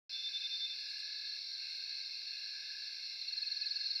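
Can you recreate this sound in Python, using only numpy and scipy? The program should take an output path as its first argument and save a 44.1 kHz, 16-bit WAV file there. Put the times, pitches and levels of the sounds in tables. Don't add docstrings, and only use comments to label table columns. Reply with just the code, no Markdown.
import sys
import numpy as np
from scipy import signal
from scipy.fft import rfft, irfft
from scipy.io import wavfile

SR = 44100
rng = np.random.default_rng(int(sys.argv[2]) if len(sys.argv) > 2 else 0)


def to_wav(s):
    ch = np.atleast_2d(s).T
    pcm = np.round(np.clip(ch, -1, 1) * 32767)
    wavfile.write(sys.argv[1], SR, pcm.astype(np.int16))


N = 176400


def undb(db):
    return 10 ** (np.asarray(db) / 20)


def level(x, db):
    return x * undb(db) / np.sqrt(np.mean(x ** 2))


def clock():
    return np.arange(N) / SR


def curve(points):
    return undb(np.interp(clock(), *np.array(points).T))


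def wander(count):
    return np.interp(np.arange(N), np.linspace(0, N, count), rng.standard_normal(count))


def forest(x, wet_db, t60_s=0.65):
    tail = rng.standard_normal(SR) * np.exp(-np.log(1000) * clock()[:SR] / t60_s)
    return x + undb(wet_db) * signal.fftconvolve(x, tail / np.linalg.norm(tail))[:N]


def note(peak_s, rise_s, fall_s, hz, sweep_hz, db, taper=1.25):
    t = clock() - peak_s
    on = (t > -rise_s) & (t < fall_s)
    t, out = t[on], np.zeros(N)
    envelope = np.cos(np.pi / 2 * np.where(t < 0, t / rise_s, t / fall_s)).clip(0) ** taper
    pitch_hz = hz + sweep_hz * ((t + rise_s) / (rise_s + fall_s) - .5)
    out[on] = undb(db) * envelope * np.sin(2 * np.pi * np.cumsum(pitch_hz) / SR)
    return out


def trill(hz, pulses_per_s, sweep_hz, duty, waver_hz, scatter_db=2.0, rate_drift=0.02985):
    cycles = rng.random() + np.cumsum(pulses_per_s * (1 + rate_drift * wander(30))) / SR
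    pulse = cycles.astype(int)
    progress = np.minimum((cycles - pulse) / duty, 1)
    strength, detune = rng.standard_normal((2, 512))
    pitch_hz = hz + sweep_hz * (progress - .5) + waver_hz * detune[pulse]
    envelope = undb(scatter_db * strength)[pulse] * np.sin(np.pi * progress) ** 2
    return envelope * np.sin(2 * np.pi * np.cumsum(pitch_hz) / SR)


def choir(hz, spread_hz, pulses_per_s, sweep_hz, db, duty, waver_hz, count, wet_db=2):
    voices = np.zeros(N)
    for offset_hz in spread_hz * np.linspace(-.5, .5, count):
        pace = 1 + .07 * rng.standard_normal()
        voices += trill(hz + offset_hz, pulses_per_s * pace, sweep_hz, duty, waver_hz)
    return level(forest(voices, wet_db), db)


def far_crickets():
    # (pitch [Hz], spread [Hz], pulse rate [1/s], sweep [Hz], base level [dB])
    groups = [(3505, 320, 37, -160, -67), (3828, 280, 33, -200, -57), (4150, 220, 26, -220, -49.5),
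              (4414, 170, 23, -220, -49.5)]
    # (time [s], gain [dB])
    flank_swell = [(0, 0.5), (1.0, 0.5), (1.7, 0.5), (2.3, -0.5), (3.0, 0), (4, 0.5)]
    # (time [s], gain [dB])
    core_swell = [(0, 0), (.35, 0), (.55, 2), (.8, 0.5), (1.1, 1.6), (1.5, 1.7), (2.15, 1.9), (2.6, -0.8),
                  (3.1, 0.5), (3.5, 0.5), (4, 2)]
    choirs = [choir(*row, duty=.55, waver_hz=54.89, count=10) for row in groups]
    return sum(choirs[:2]) * curve(flank_swell) + sum(choirs[2:]) * curve(core_swell)


def whistler():
    # (peak [s], rise [s], fall [s], pitch [Hz], level [dB])
    notes = [(.147, 0.034, 0.044, 3543, -40.5), (.19, 0.021, 0.062, 3545, -41.5),
             (.27, 0.061, 0.031, 3563, -36.5), (.365, 0.043, 0.021, 3557, -35),
             (.417, .015, 0.0095, 3574, -40), (.458, 0.034, 0.021, 3574, -35),
             (.548, 0.065, 0.041, 3579, -36.5), (.648, 0.064, 0.029, 3570, -35),
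             (.712, 0.027, 0.046, 3560, -41.5), (.79, .03, 0.17, 3540, -55)]
    return sum(note(peak_s, rise_s, fall_s, hz, sweep_hz=25.2, db=db)
               for peak_s, rise_s, fall_s, hz, db in notes)


def close_cricket():
    # (peak [s], centre pitch [Hz], level [dB])
    chirps = [(3.222, 4150, -39), (3.287, 4260, -33.5), (3.334, 4270, -33.5), (3.382, 4240, -32.5),
              (3.427, 4285, -31), (3.476, 4290, -32.5), (3.521, 4276, -31.5), (3.571, 4310, -33),
              (3.621, 4310, -32.5), (3.668, 4290, -31.5), (3.716, 4260, -30.5), (3.766, 4310, -32),
              (3.813, 4290, -32), (3.864, 4300, -32), (3.912, 4290, -31.5), (3.962, 4320, -31.5)]
    voice = sum(note(peak_s, rise_s=.011, fall_s=.0125, hz=hz, sweep_hz=-500, db=db, taper=0.76)
                for peak_s, hz, db in chirps)
    return forest(voice, wet_db=-20.5)


def peeping_frog():
    # (peak [s], level [dB])
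    peeps = [(.43, -49), (.672, -50), (2.136, -51), (2.34, -49), (3.441, -47), (3.635, -46.5)]
    return sum(note(peak_s, rise_s=.014, fall_s=.019, hz=2575, sweep_hz=-70, db=db)
               for peak_s, db in peeps)


def rattling_frog(pulses_per_s=41.75, duty=.75, scatter_db=0.84):
    # (start [s], end [s], swell [s], full level [dB])
    bouts = [(0.794, 1.375, 0.06, -54), (2.249, 2.9, 0.33, -55), (3.313, 3.85, 0.068, -55)]
    voice, half_s = np.zeros(N), duty / pulses_per_s / 2
    for start_s, end_s, swell_s, db in bouts:
        peaks_s = np.arange(start_s, end_s, 1 / pulses_per_s)
        for peak_s, pulse_db in zip(peaks_s, rng.normal(db, scatter_db, 40)):
            effort = min(.5 + .5 * (peak_s - start_s) / swell_s, 1)
            voice += effort * note(peak_s, half_s, half_s, hz=1683.5, sweep_hz=130, db=pulse_db)
    return forest(voice, wet_db=-13.5)


def high_insects():
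    # (pitch [Hz], spread [Hz], pulse rate [1/s], sweep [Hz], base level [dB])
    groups = [(4770, 81, 43, -110, -58), (5060, 480, 50, -160, -58), (5186, 70, 67, -89.5, -64),
              (5499, 230, 61, -160, -57), (5880, 110, 70, -100, -71), (6130, 300, 50, -150, -82.5),
              (7140, 250, 55, -150, -83.5)]
    # (time [s], gain [dB])
    steady_swell = [(0, 1), (.6, 0), (1.5, 0.1), (2.4, 0), (3.2, 0), (3.55, -1), (3.9, .5)]
    # (time [s], gain [dB])
    thin_swell = [(0, -1), (.9, 1.5), (1.4, -14), (2.2, -10), (2.6, -4), (3.3, -11), (3.65, 1), (4, 5)]
    steady = sum(choir(*row, duty=.7, waver_hz=31.89, count=6) for row in groups)
    thin = choir(hz=5020, spread_hz=20.5, pulses_per_s=27, sweep_hz=-41.5, db=-58,
                 duty=.85, waver_hz=16, count=2)
    return steady * curve(steady_swell) + thin * curve(thin_swell)


def far_frogs():
    # (time [s], gain [dB])
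    low_swell = [(0, -3), (.45, 0.5), (.7, -1), (1.3, -3.5), (1.45, -8), (1.55, -0.5), (1.85, 2),
                 (2.2, -5.5), (2.6, 4), (3, -1.5), (3.25, -6), (3.7, 2), (4, 1.5)]
    # (time [s], gain [dB])
    high_swell = [(0, -2), (.47, 3.5), (.62, -2), (.78, 1.5), (1.3, -0.5), (1.45, -4.5), (1.55, -8.5),
                  (1.64, 2.5), (2.05, 0.5), (2.4, 1), (3.2, -0.5), (3.4, 0.5), (4, 0)]
    low = choir(hz=1630, spread_hz=110, pulses_per_s=43, sweep_hz=100, db=-65,
                duty=.65, waver_hz=18, count=4, wet_db=-5)
    mid = choir(hz=2200, spread_hz=170, pulses_per_s=31, sweep_hz=110, db=-64,
                duty=.45, waver_hz=27.9, count=5, wet_db=1.5)
    high = choir(hz=2620, spread_hz=200, pulses_per_s=37, sweep_hz=90, db=-59,
                 duty=.45, waver_hz=35.28, count=6, wet_db=3)
    return low * curve(low_swell) + mid + high * curve(high_swell)


def leaf_litter(band_hz=(4000, 9000)):
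    # (peak [s], length [s], level [dB])
    rustles = [(0.806, .012, -68), (.91, .08, -74), (1.0, .045, -71), (1.72, .17, -78), (2.372, .08, -79)]
    grains = rng.standard_normal(N) * undb(4 * rng.standard_normal(N))
    crackle = signal.sosfilt(signal.butter(2, band_hz, "band", fs=SR, output="sos"), grains)
    envelope = sum(undb(db) * np.exp(-(2 * (clock() - peak_s) / length_s) ** 2)
                   for peak_s, length_s, db in rustles)
    return level(crackle, 0) * envelope


def drone(hz=425, width_hz=24, peak_s=2.0, swell_s=0.21):
    band = np.exp(-((np.fft.rfftfreq(N, 1 / SR) - hz) / width_hz) ** 2)
    noise = irfft(rfft(rng.standard_normal(N)) * band, N)
    return level(noise, db=-86.5) * np.exp(-((clock() - peak_s) / swell_s) ** 2)


def hiss():
    # (frequency [Hz], relative density [dB])
    spectrum = [(25, -8), (100, -3.5), (250, -1.5), (450, 0), (900, 0), (1400, -0.5), (1950, 2), (3100, 7),
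                (4300, 7.5), (6150, -1), (6600, -1.5), (8000, -6), (11000, -8), (16000, -11.5)]
    hz, db = np.array(spectrum).T
    gain = undb(np.interp(np.log(np.fft.rfftfreq(N, 1 / SR) + 1), np.log(hz), db))
    return level(irfft(rfft(rng.standard_normal(N)) * gain, N), db=-67.5)


def scene():
    far = far_crickets() + high_insects() + far_frogs()
    near = rattling_frog() + forest(whistler() + peeping_frog(), wet_db=-16.5) + close_cricket()
    return (far + near + leaf_litter() + drone() + hiss())[None]


def record(dry, start_s=.094, ramp_s=.002, cutoff_hz=15750):
    gate = np.clip((clock() - start_s) / ramp_s, 0, 1)
    return signal.sosfilt(signal.ellip(10, .2, 70, cutoff_hz, fs=SR, output="sos"), dry * gate)


dry = scene()
out = record(dry)
to_wav(out)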